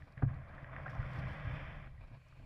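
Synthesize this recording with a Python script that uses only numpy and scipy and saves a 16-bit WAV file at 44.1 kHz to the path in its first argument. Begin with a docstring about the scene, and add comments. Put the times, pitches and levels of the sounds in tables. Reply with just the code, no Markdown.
"""A grassy bank, heard from the deck of a plastic kayak that bumps it, slides up and stops.
Dry matted stalks rub, squeak, crunch and snap under the hull and set the deck panels ringing.
The hull booms like a drum over the tufts, while dry blades crackle and tick along its sides.
Light wind rumbles on the microphone, and a faint rustle remains once the boat is at rest."""
import sys
import numpy as np
from scipy import signal
from scipy.fft import rfft, irfft
from scipy.io import wavfile
from scipy.ndimage import uniform_filter1d

SR = 44100
rng = np.random.default_rng(int(sys.argv[2]) if len(sys.argv) > 2 else 0)


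def pcm_store(signal):
    """Save signal as 16-bit PCM."""
    levels = np.round(np.clip(np.atleast_2d(signal), -1, 1) * 32767)
    wavfile.write(sys.argv[1], SR, levels.astype(np.int16).T)


N = 108045
TIME = np.arange(N) / SR


def from_db(db):
    """Decibels to gain."""
    return 10 ** (np.asarray(db) / 20)


def rms_one(x):
    """Scale to an rms of 1."""
    return x / np.sqrt(np.mean(x ** 2) + 1e-20)


def fader(curve):
    """Gain over time from (t/s, level/dB) points."""
    return from_db(np.interp(TIME, *np.transpose(curve)))


def noise():
    """White noise."""
    return rng.standard_normal(N)


def drift(rate_hz):
    """Smooth random wander with a spread of 1."""
    r = np.exp(-2 * np.pi * rate_hz / SR)
    return rms_one(signal.lfilter([1], [1, -2 * r, r * r], rng.standard_normal(N + SR))[SR:])


def steady(x, span_s):
    """Even out the level over a span, so that a fader can set it."""
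    return x / np.sqrt(uniform_filter1d(x ** 2, max(int(span_s * SR), 2)) + 1e-20)


def eq(x, points):
    """Minimum-phase EQ through (f/Hz, level/dB) points; keeps the power of white noise."""
    size = 16384
    hz, db = np.transpose(points)
    bins_hz = np.fft.rfftfreq(size, 1 / SR)
    gain = rms_one(from_db(np.interp(np.log(bins_hz + 1), np.log(hz), db)))
    cepstrum = irfft(np.log(gain))[:size // 2]
    cepstrum[1:] *= 2
    impulse = irfft(np.exp(rfft(cepstrum, size)))
    return signal.fftconvolve(x, impulse)[:N]


def lows(x, hz, order):
    """The part of a sound below a corner frequency."""
    return irfft(rfft(x, 2 * N) / (1 + (np.fft.rfftfreq(2 * N, 1 / SR) / hz) ** (2 * order)))[:N]


def resonate(x, hz, t60):
    """One mode: a unit click sets a sine of height 1 ringing."""
    r, w = np.exp(-np.log(1000) / (t60 * SR)), 2 * np.pi * hz / SR
    return signal.lfilter([.5, 0, -.5], [1, -2 * r * np.cos(w), r * r], x + 1e-18)


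def peak(x, hz, t60):
    """A resonance with a gain of 1 at its top."""
    return 2 * np.log(1000) / (t60 * SR) * resonate(x, hz, t60)


def grains(per_s, spread_db):
    """Random clicks of uneven size, rms 1."""
    sizes = from_db(spread_db * np.minimum(rng.exponential(1, N), 4)) * rng.choice([-1, 1], N)
    return rms_one(sizes * (rng.random(N) < per_s / SR))


def burst(start, attack_s, decay_s):
    """Envelope with a straight attack and an exponential tail."""
    age = TIME - start
    return np.clip(age / attack_s, 0, 1) * np.exp(-np.maximum(age - attack_s, 0) / decay_s)


# ring of the deck panels and fittings: f/Hz, level/dB, t60/s
DECK_MODES = [(654, -7, .05), (790, -9, .06), (1055, -2, .05), (1191, -6, .04), (1632, -1, .05),
              (1920, 0, .055), (2370, -7, .08), (2493, -4, .13), (2714, -6, .1), (3032, 0, .15),
              (3135, -4, .07), (3430, -6, .08), (3526, -2, .12)]


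def with_deck_ring(x):
    """The deck's modes ring along with the stalks working on the hull."""
    return x + sum(from_db(db) * peak(x, hz, t60) for hz, db, t60 in DECK_MODES)


def squeaks(voices=24, t60_cycles=60):
    """Stalks grip for a moment and squeak at scattered pitches, rms 1."""
    grips = grains(per_s=450, spread_db=2.5)
    voice = rng.integers(0, voices, N)
    pitches_hz = np.geomspace(559.3, 2412, voices)
    chorus = sum(np.sqrt(hz) * resonate(grips * (voice == k), hz, t60_cycles / hz)
                 for k, hz in enumerate(pitches_hz))
    return rms_one(lows(chorus, hz=2760, order=6))


# friction under the hull: t/s, level/dB
RUB_FADER = [(0, -66), (.14, -69.5), (.2, -58), (.265, -72.5), (.286, -52), (.31, -57.5), (.46, -60),
             (.54, -54.5), (.68, -55), (.78, -49.5), (.83, -52), (.89, -52), (.99, -51.5), (1.2, -48.5),
             (1.42, -51.5), (1.56, -49), (1.72, -53.5), (1.86, -58.5), (1.905, -70.5), (2.02, -72),
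             (2.45, -75)]
# tone of stalks heard through the hull: f/Hz, level/dB
RUB_EQ = [(150, -3.5), (200, 8), (240, -9), (290, 0), (390, -12), (500, -1.5), (610, 0.5), (760, -3.5),
          (900, -7), (1100, -3), (1380, -4.5), (1640, -3.5), (1920, -5), (2120, -4), (2350, -6.5),
          (2850, -17.5), (3100, -16), (3520, -18), (3700, -29.5), (4200, -45.5), (5300, -32.5), (6200, -50),
          (15000, -68)]
# high shelf that brightens the slide: t/s, level/dB
RUB_SHELF = [(0, -6), (.5, -6), (.8, -6), (1.1, -2.5), (1.3, 1.5), (1.6, 3.5), (1.9, 2)]


def rubbing(clump_db=0.65):
    """Thousands of stalks catch and slip on the plastic, in clumps."""
    slips = steady(grains(per_s=4500, spread_db=1.5), span_s=0.08)
    slips *= from_db(clump_db * drift(rate_hz=49))
    friction = 0.79 * eq(slips, RUB_EQ) + from_db(-10) * squeaks()
    rub = with_deck_ring(friction * fader(RUB_FADER))
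    body = lows(rub, hz=2140, order=3)
    return body + fader(RUB_SHELF) * (rub - body)


# boom of the hull riding over the tufts: t/s, level/dB
BOOM_FADER = [(0, -52.5), (.13, -68.5), (.2, -61.5), (.31, -42.5), (.38, -46), (.48, -61.5), (.7, -54),
              (.8, -48.5), (.93, -46), (1.1, -47), (1.22, -42), (1.38, -49.5), (1.55, -43.5), (1.66, -52.5),
              (1.9, -56), (2.06, -66), (2.14, -54), (2.22, -66), (2.45, -57.5)]
# drum modes of the hull: f/Hz, rubbed level/dB, struck level/dB, t60/s
HULL_MODES = [(76.8, -6, -17, 0.17), (108.8, -7, 3.5, 0.14), (129.46, 0, 5, 0.25), (151.5, -2, -6, 0.12),
              (175.8, -12.5, -9.5, 0.11), (239, -20.5, 0, .07), (276, -14, -9, 0.094)]


def hull_boom():
    """The uneven ground keeps the hull's low modes going."""
    ground = signal.sosfilt(signal.butter(4, 240, fs=SR, output="sos"), noise())
    boom = sum((-1) ** k * from_db(db) * resonate(ground, hz, t60)
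               for k, (hz, db, _, t60) in enumerate(HULL_MODES))
    return steady(boom, span_s=0.049) * fader(BOOM_FADER)


# blades brushing the sides: t/s, level/dB
BRUSH_FADER = [(0, -78.5), (.2, -90.5), (.7, -93), (.85, -81.5), (.91, -75), (1.0, -78.5), (1.1, -75),
               (1.16, -69.5), (1.24, -76), (1.32, -71.5), (1.42, -78.5), (1.54, -75.5), (1.7, -81.5),
               (1.83, -85.5), (1.9, -90.5), (2.45, -87)]
# their thin, crisp tone: f/Hz, level/dB
BRUSH_EQ = [(1500, -5), (3200, 7), (4200, 3), (5400, 3), (6300, -9.5), (8500, -12), (10000, -14),
            (12000, -16.5), (14500, -14.5)]


def blade_brush():
    """Dry blades sweep along the sides in a fine crackle."""
    return eq(grains(per_s=1700, spread_db=1.5) * fader(BRUSH_FADER), BRUSH_EQ)


# puffs of wind: t/s, level/dB
WIND_FADER = [(0, -53.5), (.13, -63), (.21, -56), (.255, -39.5), (.36, -53.5), (.8, -56), (.94, -62),
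              (1.02, -40.5), (1.14, -62), (1.28, -43), (1.36, -58), (1.47, -42.5), (1.57, -49),
              (1.71, -48.5), (1.85, -53), (2.05, -51.5), (2.25, -68.5), (2.45, -53.5)]
# their sub-heavy tone: f/Hz, level/dB
WIND_EQ = [(8, -17), (22, -9.5), (36, 0), (55, -12), (80, -5), (130, -17), (400, -49.5), (2000, -94.5)]


def wind():
    """Light wind buffets the microphone with a lumpy rumble."""
    return steady(eq(noise(), WIND_EQ), span_s=0.085) * fader(WIND_FADER)


# background bed of the shore: t/s, level/dB
SHORE_FADER = [(0, -68), (.5, -68), (1.9, -66), (2.13, -62), (2.23, -76.5), (2.33, -64.5), (2.45, -66)]
# its soft, dark tone: f/Hz, level/dB
SHORE_EQ = [(100, 17), (290, 4.5), (400, -1), (600, 7.5), (880, 0), (1060, 3), (1350, -6), (1620, -1),
            (1900, -11), (2400, 1), (3100, -19), (3800, -14.5), (4800, -18.5), (6200, -38), (9000, -36.5),
            (15000, -41)]


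def shore_rustle(flicker_db=4):
    """The shore rustles faintly behind the boat, its level flickering."""
    rustle = noise() * from_db(flicker_db * drift(rate_hz=25))
    return eq(rustle, SHORE_EQ) * fader(SHORE_FADER)


# single stalks that snap or slip against the hull: t/s, level/dB, f/Hz, t60/s
SNAP_CUES = [(.022, -48, 1633, 0.016), (0.1774, -46.5, 1985, 0.021), (0.287, -55, 1623, 0.041),
             (.581, -47.5, 1676, 0.035), (0.6444, -41.5, 1707, 0.012), (.7325, -39, 1190, 0.0036),
             (.764, -37.5, 2050, 0.017), (0.8618, -43, 1188, 0.014), (0.88, -42, 1853, 0.054),
             (.895, -43.5, 1680, 0.022), (0.932, -46, 1095, 0.049), (1.029, -42, 1490, 0.057),
             (1.271, -44, 1102, 0.029), (1.978, -61, 2000, 0.04), (2.148, -67, 1600, .04),
             (2.325, -60, 1320, 0.028)]


def stalk_snaps(attack_s=0.00013, pitch_wobble=0.077):
    """A stalk lets go with a crack and a brief ring, its pitch unsteady as it slips."""
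    tones, cracks = np.zeros(N), np.zeros(N)
    warped_time = np.cumsum(1 + pitch_wobble * drift(rate_hz=346.4)) / SR
    for start, db, hz, t60 in SNAP_CUES:
        tone = np.sin(2 * np.pi * hz * warped_time)
        tones += from_db(db) * burst(start, attack_s, t60 / np.log(1000)) * tone
        cracks += from_db(db) * burst(start, attack_s, decay_s=.002)
    tones = signal.sosfilt(signal.butter(4, 3000, fs=SR, output="sos"), tones)
    return with_deck_ring(tones) + from_db(-11.5) * eq(cracks * noise(), RUB_EQ)


# bunches of stalks crushed at once: t/s, level/dB, decay/s, low shelf/dB
CRUNCH_CUES = [(.068, -55, 0.0026, -3), (0.22, -38, 0.013, 6), (0.286, -62, 0.0086, -12),
               (0.764, -60, 0.0064, -28), (0.858, -38, 0.0085, -19), (0.946, -45.5, 0.021, -10),
               (1.167, -43.5, 0.0068, -17), (1.868, -54, 0.0049, 1), (2.393, -67, 0.039, 9.5)]
# their boxy tone: f/Hz, level/dB
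CRUNCH_EQ = [(100, 4.5), (250, 18), (400, -3.5), (650, 8), (1000, -2), (1500, 3), (1900, -8), (2600, -23),
             (4000, -41), (15000, -71)]


def stalk_crunches(attack_s=0.0058):
    """A bunch of stalks gives way in a short dense crackle."""
    crackle = steady(eq(noise(), CRUNCH_EQ), span_s=0.0093)
    bass = lows(crackle, hz=490, order=2)
    crunches = np.zeros(N)
    for start, db, decay_s, bass_db in CRUNCH_CUES:
        shelved = crackle - bass + from_db(bass_db) * bass
        crunches += from_db(db) * burst(start, attack_s, decay_s) * shelved
    return with_deck_ring(crunches)


# sharp ticks of single blades: t/s, ring level/dB, f/Hz, crack level/dB
TICK_CUES = [(0.121, -71.5, 4600, -81), (0.342, -73.5, 4350, -84), (.547, -78, 4460, -85),
             (.63, -80, 4500, -81), (0.897, -64.5, 5230, -78), (.905, -76, 5400, -79),
             (.9366, -82, 5300, -75.5), (0.949, -73, 5600, -82), (1.133, -77, 6770, -72),
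             (1.1855, -67, 5130, -75), (1.191, -77, 9100, -72), (1.283, -71, 4400, -86),
             (1.332, -79, 5400, -69), (1.5353, -80, 10900, -74.5), (2.073, -78.5, 5350, -87),
             (2.283, -76, 5350, -79)]
# bright edge of the crack: f/Hz, level/dB
TICK_CRACK_EQ = [(1500, -3.5), (4500, 10), (5500, -1.5), (6400, -3), (10000, -7), (14500, -14)]


def blade_ticks():
    """A dry blade tears with a bright crack and a short ring."""
    rings, cracks, white = np.zeros(N), np.zeros(N), noise()
    for start, ring_db, hz, crack_db in TICK_CUES:
        ring = rms_one(resonate(white, hz, t60=0.005))
        rings += from_db(ring_db) * burst(start, attack_s=0.002, decay_s=0.0033) * ring
        cracks += from_db(crack_db) * burst(start, attack_s=.003, decay_s=.0045)
    return rings + eq(cracks * noise(), TICK_CRACK_EQ)


# the hull hits the bank and firm tufts: t/s, level/dB, contact time/s
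BUMP_CUES = [(0.173, -44, 0.0055), (0.2269, -43, 0.0023), (0.2307, -23, 0.0049), (0.2588, -31, 0.0069),
             (0.3072, -39.5, .005), (0.338, -41.5, 0.0062), (0.39, -46.5, 0.0053), (0.626, -48.5, 0.0041),
             (0.991, -25.5, 0.01), (1.186, -37, 0.0054), (1.237, -40, 0.0059), (1.441, -36, 0.0069),
             (1.467, -32.5, .009), (2.114, -51.5, 0.0036)]


def hull_bumps():
    """Each soft blow gives a blunt thud and rings the hull; longer contact sounds duller."""
    force = np.zeros(N)
    for start, db, contact_s in BUMP_CUES:
        push = np.sin(np.pi * np.clip((TIME - start) / contact_s, 0, 1)) ** 2
        force += from_db(db) * push / push.sum()
    ring = sum(from_db(db) * resonate(force, hz, t60) for hz, _, db, t60 in HULL_MODES)
    thud = resonate(force, hz=102, t60=0.018)
    return 0.64 * ring + from_db(-17.5) * thud


# grass rustle that fades in after the stop: t/s, level/dB
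SETTLE_FADER = [(1.9, -100), (2.03, -95), (2.1, -85.5), (2.25, -76), (2.37, -77), (2.45, -75)]
# its fine, high tone: f/Hz, level/dB
SETTLE_EQ = [(800, -14), (2000, -6), (2400, 9), (2800, 2.5), (3700, -12), (4400, -1.5), (5200, -24.5),
             (6500, -15.5), (7500, -14), (8800, -24), (15000, -31.5)]


def grass_settling():
    """Flattened grass springs back with a whisper once the boat is at rest."""
    return eq(noise(), SETTLE_EQ) * fader(SETTLE_FADER)


def scene():
    """Hull, grass and air, mixed in mono as heard from the deck."""
    beds = rubbing() + hull_boom() + blade_brush() + wind() + shore_rustle()
    hits = stalk_snaps() + stalk_crunches() + blade_ticks() + hull_bumps()
    return (beds + hits + grass_settling())[None]


# tone of the noise floor: f/Hz, level/dB
HISS_EQ = [(1000, 3.5), (7000, 1.5), (9000, -3.5), (10000, 3), (11000, -3.5), (14500, -6)]


def record(dry):
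    """A little hiss goes under the mix, then a steep high cut takes off the top."""
    hiss_db, cutoff_hz = -88.5, 14800
    hiss = from_db(hiss_db) * eq(noise(), HISS_EQ)
    return signal.sosfilt(signal.ellip(10, .1, 70, cutoff_hz, fs=SR, output="sos"), dry + hiss)


dry = scene()
out = record(dry)
pcm_store(out)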